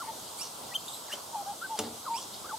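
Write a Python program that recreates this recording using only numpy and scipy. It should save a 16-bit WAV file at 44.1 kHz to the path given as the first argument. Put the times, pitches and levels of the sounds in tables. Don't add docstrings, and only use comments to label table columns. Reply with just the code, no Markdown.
import sys
import numpy as np
from scipy import signal
from scipy.fft import rfft, irfft
from scipy.io import wavfile
from scipy.ndimage import uniform_filter1d

SR = 44100
rng = np.random.default_rng(int(sys.argv[2]) if len(sys.argv) > 2 else 0)


def file_out(sig):
    cols = np.atleast_2d(sig).T
    lim = np.clip(cols, -1, 1)
    pcm = np.round(lim * 32767).astype(np.int16)
    wavfile.write(sys.argv[1], SR, pcm)


def voltage_ratio(decibels):
    exponent = np.asarray(decibels, float) / 20
    return 10 ** exponent


N = 113778

# frequency in Hz, density in dB.
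HUM_MID = [(45, -32), (85, -6.5), (150, -5.5), (500, -3.5), (900, -1), (1350, -7.5), (1900, -21.5)]
HUM_SIDE = [(35, -34), (70, -20), (150, -20), (300, -10.5), (885, 1), (1350, -3.5), (1900, -19)]
# frequency in Hz, density in dB.
HISS_MID = [(1900, -9), (2480, -11), (3260, -0.5), (5750, -3), (8200, -2), (10100, -6.5), (13500, -8),
            (15800, -18.5)]
HISS_SIDE = [(1900, -16), (2760, -7.5), (4490, -1), (6510, -6), (8880, 2), (12000, -8.5), (15800, -12)]
# frequency in Hz, left over right in dB.
LEAN = [(1290, -1.5), (4400, -1.5), (8120, 3), (14000, -2)]
# centre in seconds, level in dB.
WIND_PUFFS = [
    (2.36, -54),
    (2.42, -55),
]
# start in seconds, length in seconds, level in dB, # centre in Hz, bandwidth in Hz.
BRUSHES = [(.36, 0.078, -44.5, 8900, 3200), (2.328, 0.029, -46, 4240, 1600), (1.1, 0.034, -51, 11100, 2000),
           (2.14, 0.07, -48, 8100, 1500), (1.1, 0.067, -44, 5100, 8900), (1.112, 0.03, -51, 12300, 1100),
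           (1.092, .024, -49, 5500, 560), (1.124, .026, -49.5, 5800, 550), (.86, 0.17, -50.5, 8000, 850),
           (2.165, 0.095, -46, 5700, 3000), (.41, 0.087, -46.5, 5400, 2400),
           (.876, 0.012, -45.5, 3840, 1000), (1.8, 0.095, -49, 4400, 1400), (1.128, .024, -48, 560, 560),
           (.015, 0.095, -57, 2000, 500), (1.15, 0.051, -51.5, 1100, 300), (1.77, 0.028, -45, 4000, 7200),
           (1.8, 0.096, -46, 550, 680), (2.43, 0.056, -57, 1500, 230)]
# start in seconds, peak in dB, pitch in Hz, 60 dB decay in seconds.
SMALL_TICKS = [(.862, -30, 7400, .003), (.862, -32, 9500, .003), (.862, -35, 11300, .003),
               (2.199, -28, 9500, .0025), (1.135, -28, 560, 0.024), (1.774, -38, 4700, 0.024),
               (1.775, -39, 3250, .02), (1.778, -43, 7860, .025), (1.7895, -26, 4950, .008),
               (1.7908, -32, 9800, .006), (1.798, -28, 2980, 0.01)]
# start in seconds, # length in
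# seconds, level in dB, from Hz, to Hz.
FAR_TWEETS = [
    (0.88, .007, -43, 3310, 3970),
    (.884, 0.0086, -45.5, 3890, 3600),
    (0.918, 0.01, -50, 3500, 3650),
    (0.932, 0.017, -45.5, 4050, 4000),
    (.942, .012, -46.5, 4000, 3300),
    (1.463, .028, -58.5, 1500, 1655),
    (.743, 0.015, -44.5, 3640, 3300),
]
# multiple of the pitch, level in dB.
TWEET_OVERTONES = [(1, 0), (2, -7), (3, -5)]
# pitch in Hz, level in dB, 60 dB decay in seconds.
WOOD_MODES = [(101.5, -13.5, 0.42), (231.6, -5, 0.32), (301.4, -7.5, 0.27), (445.5, 4.5, 0.15),
              (573, -4, 0.13), (740, -4.5, 0.23), (877, -3, .16), (1200, -6, 0.13)]
# frequency in Hz, level in dB.
CRACK_COLOUR = [(300, -11), (1000, 6), (2000, 0), (3000, 4), (5000, 6), (7000, 3.5), (12500, 3),
                (14500, -6)]
# time in seconds, pitch in Hz, level in dB.
FIRST_ANSWER = [(.385, 2182, -56), (.392, 2250, -49), (.401, 2387, -46), (.409, 2524, -46),
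                (.416, 2740, -39.5), (.421, 2840, -41), (.43, 2970, -43), (.438, 3060, -48),
                (.448, 3100, -59)]
SECOND_ANSWER = [(2.135, 2097, -62), (2.146, 2380, -50.5), (2.16, 2670, -53.5), (2.172, 2860, -48.5),
                 (2.184, 3360, -39), (2.19, 3380, -68)]
# frequency in Hz, gain in dB.
FIRST_THROAT = [(2200, -8), (3000, -9), (4400, 1.5), (5500, 2), (6300, -4), (7600, -11), (9200, -6),
                (14000, -30)]
SECOND_THROAT = [(2200, 1), (3300, -1), (4600, 3), (5600, 10.5), (6400, -15), (7800, 1), (9500, -8),
                 (14000, -30)]
# start in seconds, length in seconds, level in dB, from Hz, to Hz.
FLUTED_NOTES = [
    (0.071, 0.043, -39, 907, 901),
    (1.356, 0.068, -38, 814, 808),
    (1.46, 0.068, -38, 799, 826),
    (1.614, 0.023, -37.5, 1382, 1436),
    (1.626, 0.042, -38.5, 1549, 1553),
    (1.694, .073, -36.5, 930, 844),
    (2.093, 0.073, -33, 926, 926),
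    (2.527, 0.03, -35, 890, 895),
]
# start in seconds, length in seconds, level in dB, from Hz, to Hz.
LINKING_GLIDES = [(0, 0.021, -41, 1382, 1370), (0.015, 0.023, -41.5, 1280, 900),
                  (0.035, 0.02, -46, 910, 876), (.06, 0.015, -46, 1090, 940),
                  (1.328, 0.016, -41.5, 907, 916), (1.343, 0.028, -36, 950, 808),
                  (1.423, 0.01, -43, 740, 656), (1.527, 0.016, -50, 816, 950),
                  (2.049, 0.014, -48, 1570, 1260), (2.063, 0.0115, -34.5, 1273, 1200),
                  (2.073, 0.0217, -35, 1125, 959), (2.156, 0.039, -45.5, 922, 1117),
                  (2.441, 0.0276, -45, 1110, 1365), (2.486, 0.03, -45.5, 1550, 1330),
                  (2.51, 0.021, -40, 1310, 985)]
# multiple of the pitch, level in dB.
FLUTE_OVERTONES = [(1, 1.5), (2, -37), (3, -32.5)]
# time in seconds, pitch in Hz, level in dB.
FIRST_CHIRP = [(.712, 1930, -58), (.727, 1945, -46), (.735, 2000, -57), (.744, 2860, -43),
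               (.752, 3140, -36), (.757, 3170, -28.5), (.7645, 3110, -29.5), (.769, 3050, -44),
               (.783, 2920, -56)]
SECOND_LEAD_IN = [(1.08, 2250, -60), (1.092, 1896, -58), (1.108, 1650, -50.5), (1.118, 1860, -52),
                  (1.126, 2120, -55)]
SECOND_CHIRP = [(1.117, 2660, -50), (1.122, 2790, -43), (1.128, 2920, -37.5), (1.133, 3077, -37),
                (1.137, 3070, -35.5), (1.14, 3080, -36.5), (1.146, 3080, -43), (1.153, 3150, -62)]
# multiple of the pitch, level in dB.
CHIRP_OVERTONES = [(1, 2), (2, -15), (3, -17), (4, -17), (5, -26)]
# frequency in Hz, 60 dB decay in seconds.
TREE_ECHO = [(300, 0.45), (2000, 0.3), (12000, 0.16)]
# time in seconds, edge in Hz.
TREBLE_DUCK = [(1.784, 15000), (1.794, 14400), (1.8, 13600), (1.802, 12800), (1.806, 12800)]


def evened(x):
    return x / np.sqrt(np.mean(x ** 2) + 1e-20)


def read(points, hz):
    f, value = np.transpose(points)
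    return np.interp(np.log(hz + 1), np.log(f + 1), value)


def add(mix, s, sound):
    part = mix[max(round(s * SR), 0):][:len(sound)]
    part += sound[:len(part)]


def drift(n, size):
    noise = rng.standard_normal(8000)
    return evened(uniform_filter1d(uniform_filter1d(noise, size), size))[:n]


def colour(x, points):
    hz = np.fft.rfftfreq(len(x), 1 / SR)
    return irfft(rfft(x) * voltage_ratio(read(points, hz)), len(x))


def band_noise(x, low_hz, high_hz):
    return signal.sosfilt(signal.butter(2, [low_hz, high_hz], "band", fs=SR, output="sos"), x)


def note(s, length, db, hz, end_hz, rise_s, fall_s, scoop=0.0):
    at = np.array([0, min(rise_s, length / 2), max(length - fall_s, length / 2), length])
    weak = np.array([1, 0, 0, 1])
    pitch = (hz + (end_hz - hz) * at / length) * (1 - scoop * weak)
    return np.transpose([s + at, pitch, db - 9 * weak])


def whistle(curve, partials, rough=0.74, throat=((100, 0), (20000, 0))):
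    s, hz, db = np.transpose(curve)
    t = np.arange(s[0], s[-1], 1 / SR)
    pitch = np.interp(t, s, hz) * (1 + rough * 0.005 * drift(len(t), size=60))
    turns = np.cumsum(pitch) / SR
    tone = np.zeros(len(t))
    for multiple, partial_db in partials:
        gain = voltage_ratio(partial_db + read(throat, multiple * pitch))
        tone += gain * np.sin(2 * np.pi * multiple * turns)
    edge = np.clip(np.minimum(t - s[0], s[-1] - t) / 0.00068, 0, 1)
    level_db = np.interp(t, s, db) + rough * 0.55 * drift(len(t), size=90)
    return s[0], np.sqrt(2) * tone * edge * voltage_ratio(level_db)


def bush():
    frames, hz = N // 256 + 5, np.fft.rfftfreq(1024, 1 / SR)
    a, b, c, d, patches = rng.standard_normal((frames, 513, 5)).T
    patches = evened(uniform_filter1d(uniform_filter1d(patches, 14, 0), 12, 1))
    t, low = np.arange(frames) * 256 / SR, hz < 1900
    swell = np.zeros(frames)
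    for rate_hz in np.geomspace(0.2, 6, 20):
        swell += np.sin(2 * np.pi * (rate_hz * t + rng.random())) / np.sqrt(rate_hz)

    def shape(points, db, part):
        return voltage_ratio(db) * evened(voltage_ratio(read(points, hz)) * part)[:, None]

    mid = (a + 1j * b) * (shape(HUM_MID, -50, low) + shape(HISS_MID, -48, ~low))
    side = (c + 1j * d) * (shape(HUM_SIDE, -54.5, low) + shape(HISS_SIDE, -49, ~low))
    lean = voltage_ratio(read(LEAN, hz)[:, None] / 2)
    z = np.array([(mid + side) * lean, (mid - side) / lean])
    z = z * voltage_ratio(1.34 * patches + 0.39 * evened(swell))
    return signal.istft(z, nperseg=1024, noverlap=768)[1][:, 512:N + 512] * voltage_ratio(-25.0)


def wind():
    t = np.arange(N) / SR
    rumble = evened(band_noise(rng.standard_normal(N), 60, 160))
    gusts = sum(voltage_ratio(db) * np.exp(-((t - s) / 0.013) ** 2) for s, db in WIND_PUFFS)
    return rumble * gusts * np.array([[1], [-0.7]])


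def rustles():
    out = np.zeros(N)
    for s, length, db, hz, width_hz in BRUSHES:
        u = np.arange(0, length, 1 / SR) / length
        grains = rng.standard_normal(8000) * voltage_ratio(2.2 * drift(8000, size=40))
        band = band_noise(grains, hz - width_hz / 2, hz + width_hz / 2)
        add(out, s, voltage_ratio(db) * np.sin(np.pi * u) * evened(band[:len(u)]))
    return out


def ticks():
    out, t = np.zeros(N), np.arange(2000) / SR
    for s, db, hz, t60 in SMALL_TICKS:
        turns = np.cumsum(hz * (1 + 0.053 * drift(len(t), size=12))) / SR
        onset = np.minimum(t * hz / 2, 1)
        add(out, s, voltage_ratio(db - 60 * t / t60) * onset * np.sin(2 * np.pi * turns))
    return out


def tweets():
    out = np.zeros(N)
    for row in FAR_TWEETS:
        add(out, *whistle(note(*row, rise_s=0.002, fall_s=0.0023), TWEET_OVERTONES, rough=2.6))
    return out


def knocks():
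    out, t = np.zeros(N), np.arange(16000) / SR
    knock_s, crack_db, crack_t60, body_db = 1.7888, -21.5, 0.037, -33.5
    crack = evened(colour(rng.standard_normal(len(t)), CRACK_COLOUR))
    add(out, knock_s, voltage_ratio(crack_db - 60 * t / crack_t60) * np.minimum(t / 0.0015, 1) * crack)
    for hz, db, t60 in WOOD_MODES:
        shake = 1 + 0.35 * evened(uniform_filter1d(rng.standard_normal(len(t)), size=200))
        onset = np.minimum(t * hz / 1.2, 1)
        ring = voltage_ratio(body_db + db - 60 * t / t60) * np.sin(2 * np.pi * hz * t)
        add(out, knock_s, ring * onset * shake)
    return out


def answer():
    out = np.zeros(N)
    overtones = [(k, 0) for k in range(1, 5)]
    add(out, *whistle(FIRST_ANSWER, overtones, rough=3.5, throat=FIRST_THROAT))
    add(out, *whistle(SECOND_ANSWER, overtones, rough=1.8, throat=SECOND_THROAT))
    return out


def singer():
    out = np.zeros(N)
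    for row in FLUTED_NOTES:
        add(out, *whistle(note(*row, rise_s=0.017, fall_s=0.012, scoop=0.06), FLUTE_OVERTONES))
    for row in LINKING_GLIDES:
        add(out, *whistle(note(*row, rise_s=0.007, fall_s=0.005), FLUTE_OVERTONES, rough=3.6))
    add(out, *whistle(FIRST_CHIRP, CHIRP_OVERTONES, rough=1.3))
    add(out, *whistle(SECOND_LEAD_IN, CHIRP_OVERTONES, rough=6.5))
    add(out, *whistle(SECOND_CHIRP, CHIRP_OVERTONES, rough=2.9))
    return out


def placed(x, pan_db, lag_us, wet_db):
    hz = np.fft.rfftfreq(N, 1 / SR)
    late = irfft(rfft(x) * np.exp(-2j * np.pi * hz * lag_us / 1170000.0), N)
    direct = [voltage_ratio(pan_db / 2) * late, voltage_ratio(-pan_db / 2) * x]
    taps = np.zeros((2, 22000))
    at = np.arange(260, 21960, 20) + rng.integers(0, 20, (2, 1085))
    np.put_along_axis(taps, at, rng.choice([-1.0, 1.0], at.shape), 1)
    taps[1] = 0.6 * taps[0] + 0.8 * taps[1]
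    f, t, z = signal.stft(taps, SR, nperseg=256)
    z = np.where(f[:, None] < 400, z[0], z)
    decay = voltage_ratio(-60 * t / read(TREE_ECHO, f)[:, None])
    tail = signal.istft(z * decay, SR, nperseg=256)[1]
    tail = tail / np.linalg.norm(tail[0])
    return direct + voltage_ratio(wet_db) * signal.fftconvolve(x[None], tail, axes=1)[:, :N]


def scene():
    small = tweets() + rustles() + ticks()
    mix = bush() + wind()
    mix += placed(small, pan_db=0.3, lag_us=17, wet_db=-5.5)
    mix += placed(knocks(), pan_db=0.28, lag_us=36, wet_db=-7.5)
    mix += placed(answer(), pan_db=-6.5, lag_us=52, wet_db=-5.0)
    mix += placed(singer(), pan_db=1.0, lag_us=19, wet_db=-20.5)
    return mix


def treble_duck(x):
    hz, t, z = signal.stft(x, SR, nperseg=256, noverlap=192)
    s, edge_hz = np.transpose(TREBLE_DUCK)
    kept = hz[:, None] < np.interp(t, s, edge_hz, SR, SR)
    return signal.istft(z * kept, SR, nperseg=256, noverlap=192)[1][:, :N]


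def low_pass(x):
    return signal.sosfilt(signal.butter(12, 16780, fs=SR, output="sos"), x)


def record(dry):
    bass_cut = signal.butter(2, 64, "high", fs=SR, output="sos")
    treble_cut = signal.ellip(8, 0.3, 50, 15750, fs=SR, output="sos")
    heard = signal.sosfilt(np.vstack([bass_cut, treble_cut]), dry)
    return low_pass(treble_duck(heard))


dry = scene()
out = record(dry)
file_out(out)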